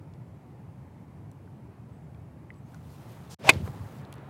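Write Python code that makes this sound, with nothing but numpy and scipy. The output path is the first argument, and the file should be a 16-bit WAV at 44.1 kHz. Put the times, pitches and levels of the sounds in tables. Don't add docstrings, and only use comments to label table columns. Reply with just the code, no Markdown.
import sys
import numpy as np
from scipy import signal
from scipy.io import wavfile
from scipy.ndimage import uniform_filter1d

SR = 44100
rng = np.random.default_rng(int(sys.argv[2]) if len(sys.argv) > 2 else 0)


def unload_audio(sound):
    columns = np.transpose(np.atleast_2d(sound))
    steps = np.round(np.clip(columns, -1, 1) * 32767)
    wavfile.write(sys.argv[1], SR, steps.astype(np.int16))


N = 189321
TIME = np.arange(N) / SR


def gain_of(db):
    return 10 ** (np.asarray(db) / 20)


def evened(x):
    return x / np.sqrt(np.mean(x ** 2) + 1e-20)


def add(mix, start_s, sound):
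    part = mix[round(start_s * SR):][:len(sound)]
    part += sound[:len(part)]


def noise(spectrum, patchy_db, flicker_db, size=512):
    frames = 4 * N // size + 5
    hz = np.fft.rfftfreq(size, 1 / SR)
    real, imaginary, patches = rng.standard_normal((frames, len(hz), 3)).T
    patches = uniform_filter1d(patches, size=6, axis=0)
    patches = evened(uniform_filter1d(patches, size=14, axis=1))
    point_hz, point_db = np.transpose(spectrum)
    colour_db = np.interp(np.log(hz + 1), np.log(point_hz), point_db, left=-90)[:, None]
    flicker = flicker_db * rng.standard_normal(frames)
    spectra = (real + 1j * imaginary) * gain_of(colour_db + patchy_db * patches + flicker)
    sound = signal.istft(spectra, nperseg=size, noverlap=3 * size // 4)[1]
    return evened(sound[:N])


def resonate(x, hz, width_hz):
    turn = np.exp(2j * np.pi * np.cumsum(hz * np.ones(len(x))) / SR)
    pole = np.exp(-np.pi * width_hz / SR)
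    smoothed = signal.lfilter([1 - pole], [1, -pole], x / turn)
    return 2 * (turn * smoothed).real


def resonate_twice(x, hz, width_hz):
    return evened(resonate(resonate(x, hz, width_hz), hz, width_hz))


def level(times_s, db):
    return gain_of(np.interp(TIME, times_s, db, left=-120, right=-120))


# frequency in Hz, relative level in dB per Hz.
HUM_SPECTRUM = [(30, -0.5), (55, -4), (85, -6), (138, -3), (175, -10.5), (290, -17), (500, -25.5),
                (900, -27.5), (1400, -38), (2200, -41.5), (3500, -52), (6000, -56), (10000, -56.5),
                (16000, -61.5)]
HUM_DB = -44.5


def traffic():
    return gain_of(HUM_DB) * noise(HUM_SPECTRUM, patchy_db=1, flicker_db=.3, size=2048)


# start in seconds, level in dB, pitch in Hz, noisy share from 0 to 1.
TICKS = [(.137, -49, 4500, 1), (1.315, -46, 8540, 1), (1.476, -50.5, 1510, .04), (2.146, -47.5, 2330, .7),
         (2.504, -33.5, 2000, 0.07), (2.541, -53, 4540, 0.86), (2.738, -46, 1520, .2),
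         (2.746, -41, 1445, 0.22), (2.745, -44.5, 5760, 0.97), (3.536, -31, 4300, .93),
         (3.676, -30, 1320, 0.5), (3.675, -29.5, 468, .6), (4.05, -43.5, 3910, .8),
         (4.126, -32.5, 9000, 0.92), (4.127, -37.5, 2800, 0.74), (4.139, -41, 9050, .9),
         (4.14, -46, 4005, .9), (4.155, -48, 10000, .9), (4.181, -49, 4500, .9)]
TICK_T60, TICK_SHORTENING = .025, .53


def ticks():
    out = np.zeros(N)
    t = TIME[:SR // 20]
    for start_s, db, hz, noisy in TICKS:
        puff = .5 * resonate_twice(rng.standard_normal(len(t)), hz, .65 * hz)
        tone = np.sin(2 * np.pi * hz * t)
        t60 = TICK_T60 * (hz / 1000) ** -TICK_SHORTENING
        onset = np.minimum(t / .0005, 1)
        body = (1 - noisy) * tone + noisy * puff
        add(out, start_s, gain_of(db - 60 * t / t60) * onset * body)
    return out


# start in seconds, length in seconds, first pitch in Hz, last pitch in Hz, level in dB.
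PEEPS = [(1.917, .075, 7950, 8200, -83), (2.03, .03, 7300, 7200, -84), (2.49, .015, 7850, 7900, -84),
         (2.537, 0.068, 7800, 7940, -79.5), (2.633, 0.064, 6300, 6560, -82)]


def peeps():
    out = np.zeros(N)
    for start_s, length_s, from_hz, to_hz, db in PEEPS:
        air = rng.standard_normal(round(length_s * SR))
        glide_hz = np.linspace(from_hz, to_hz, len(air))
        note = evened(resonate(air, glide_hz, 90))
        add(out, start_s, gain_of(db) * note * signal.windows.tukey(len(air), .4))
    return out


# frequency in Hz, relative level in dB per Hz.
HISS_SPECTRUM = [(800, -30), (2500, -2), (3400, 0), (6400, -4), (8000, -5), (15000, -6.5), (16500, -8)]
# frequency in Hz, relative level in dB per Hz.
RUB_SPECTRUM = [(150, 2.5), (430, 1), (970, 0), (1500, -7.5), (2400, -14.5), (3900, -23), (6000, -41.5)]
# start in seconds, rise in seconds, hold in seconds,
# fall in seconds, fine hiss in dB, coarse rub in dB.
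MOVES = [(2.5, .06, .02, .1, -80, -78), (2.64, .05, 0.084, .06, -71, -63),
         (2.693, 0.18, 0.52, .06, -66.5, -62), (2.86, .06, .02, .08, -66, -70),
         (2.9, 0.11, 0.35, .05, -75, -56.5), (3.03, 0.072, .03, .1, -65.5, -59.5),
         (3.4, .12, .01, .09, -58.5, -47), (3.4, .1, 0.49, 0.1, -64.5, -66),
         (3.597, .06, 0.011, 0.1, -58, -47.5), (3.62, 0.11, 0.62, .1, -77, -52.5)]
MOVE_SWELL_DB = 19.5
# start in seconds, length in seconds, level in dB, pitch in Hz, width in Hz.
SCUFF = (3.292, .075, -51, 5300, 6000)


def cloth():
    hiss_power, rub_power = np.zeros((2, N))
    for start_s, rise, hold, fall, hiss_db, rub_db in MOVES:
        corners_s = start_s + np.cumsum([0, rise, hold, fall])
        swell_power = level(corners_s, [-MOVE_SWELL_DB, 0, 0, -MOVE_SWELL_DB]) ** 2
        hiss_power += gain_of(2 * hiss_db) * swell_power
        rub_power += gain_of(2 * rub_db) * swell_power
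    out = np.sqrt(hiss_power) * noise(HISS_SPECTRUM, patchy_db=1.2, flicker_db=1.2, size=256)
    out += np.sqrt(rub_power) * noise(RUB_SPECTRUM, patchy_db=1.2, flicker_db=.7)
    start_s, length_s, db, hz, width_hz = SCUFF
    scuff = resonate_twice(rng.standard_normal(SR // 5), hz, width_hz)[:round(length_s * SR)]
    add(out, start_s, gain_of(db) * scuff * signal.windows.tukey(len(scuff), .6))
    return out


# frequency in Hz, relative level in dB per Hz.
WAKE_SPECTRUM = [(700, -17), (1500, -4), (2450, -3.5), (3900, -9), (6100, -15), (16000, -31)]
# time in seconds, speed in m/s.
SPEED = [(3.385, 11.7), (3.426, 17.7), (3.44, 23.6), (3.452, 29.2), (3.485, 38), (3.494, 48), (3.506, 30.5),
         (3.525, 24.4), (3.55, 21), (3.621, 15.8)]
STROUHAL, SHAFT_M = .2, .01
FULL_SPEED, DB_PER_DOUBLING = 40, 19.5
WHISTLE_DB, WAKE_DB = -24.5, -34


def whoosh():
    times_s, speed = np.transpose(SPEED)
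    hz = np.interp(TIME, times_s, STROUHAL * speed / SHAFT_M)
    whistle = resonate_twice(rng.standard_normal(N), hz, 360)
    wake = noise(WAKE_SPECTRUM, patchy_db=1.5, flicker_db=1, size=256)
    rush = level(times_s, DB_PER_DOUBLING * np.log2(speed / FULL_SPEED))
    return rush * (gain_of(WHISTLE_DB) * whistle + gain_of(WAKE_DB) * wake)


# start in seconds, level in dB before the soft onset, pitch in Hz, t60 in seconds.
JOLTS = [(3.558, -12, 99, 0.043), (3.602, -17, 108, 0.024), (3.627, -17.5, 93, 0.0686),
         (3.688, -23.5, 130, 0.041), (3.803, -23, 92, 0.082), (3.992, -26, 135, 0.037)]
BUFFET_S, BUFFET_RISE_S = 3.515, .11
GUST_DB, GUST_T60 = -32, .35
RUMBLE_DB, RUMBLE_T60 = -37, 1.8


def buffeting():
    t = np.maximum(TIME - BUFFET_S, 0)
    gust = gain_of(GUST_DB - 60 * t / GUST_T60)
    rumble = gain_of(RUMBLE_DB - 60 * t / RUMBLE_T60)
    rise = np.clip(1 + (TIME - BUFFET_S) / BUFFET_RISE_S, 0, 1)
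    out = np.hypot(gust, rumble) * rise * resonate_twice(rng.standard_normal(N), 100, 150)
    t = TIME[:SR // 5]
    for start_s, db, hz, t60 in JOLTS:
        onset = 1 - np.exp(-t / .0011)
        add(out, start_s, -gain_of(db - 60 * t / t60) * onset * np.sin(2 * np.pi * hz * t))
    return out


# start in seconds, peak of the ring in dB, level of the crack in dB.
BLOWS = [(3.4911, 3, -21), (3.4933, -1.3, -10), (3.4966, -4.5, -16), (3.4998, -4.3, -23), (3.5017, -9, -28),
         (3.5067, -18.6, -37)]
# frequency in Hz, relative level in dB, t60 in seconds.
MODES = [(340, -9, .028), (670, -11, .022), (902, -8, .035), (1000, -3, .017), (1561, -9, .017),
         (2092, -5, .026), (2155, -7.5, .035), (2210, -1, .025), (2504, 0, .025), (2646, -7, .043),
         (3001, -10.5, .025), (3577, -11.3, .04), (4129, -9, .009), (4732, -16, .029)]
# frequency in Hz, relative level in dB per Hz.
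CRACK_SPECTRUM = [(600, -20), (1500, -3), (3500, 0), (5100, -5), (7800, -3), (11600, -13), (16000, -19)]


def strike():
    out = np.zeros(N)
    t = TIME[:SR // 10]
    ring = np.zeros(len(t))
    for k, (hz, db, t60) in enumerate(MODES):
        ring += (-1) ** k * gain_of(db - 60 * t / t60) * np.sin(2 * np.pi * hz * t)
    ring /= abs(ring).max()
    grit = noise(CRACK_SPECTRUM, patchy_db=2, flicker_db=1, size=256)
    for k, (start_s, blow_db, crack_db) in enumerate(BLOWS):
        fade = gain_of(crack_db - 60 * t / .018) * np.minimum(t / .0004, 1)
        crack = fade * grit[k * len(t):][:len(t)]
        rebound = (-1) ** k
        add(out, start_s, rebound * gain_of(blow_db) * ring + crack)
    return out


def scene():
    return (traffic() + ticks() + peeps() + cloth() + whoosh() + buffeting() + strike())[None]


# silent from in seconds, silent to in seconds, fall in seconds, rise in seconds.
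GAP = (3.3475, 3.386, .003, .012)
LOW_CUT_HZ, EDGE_HZ = 80, 15900
OVERLOAD = 1.05


def record(dry):
    start, end, fall, rise = GAP
    passing = np.interp(TIME, [start - fall, start, end, end + rise], [1, 0, 0, 1])
    low_cut = signal.butter(6, LOW_CUT_HZ, "high", fs=SR, output="sos")
    cut = signal.sosfilt(low_cut, dry * passing)
    bent = OVERLOAD * np.tanh(cut / OVERLOAD)
    band_limit = signal.firwin(511, EDGE_HZ, window=("kaiser", 9), fs=SR)
    return signal.oaconvolve(bent, band_limit[None], "same")


dry = scene()
out = record(dry)
unload_audio(out)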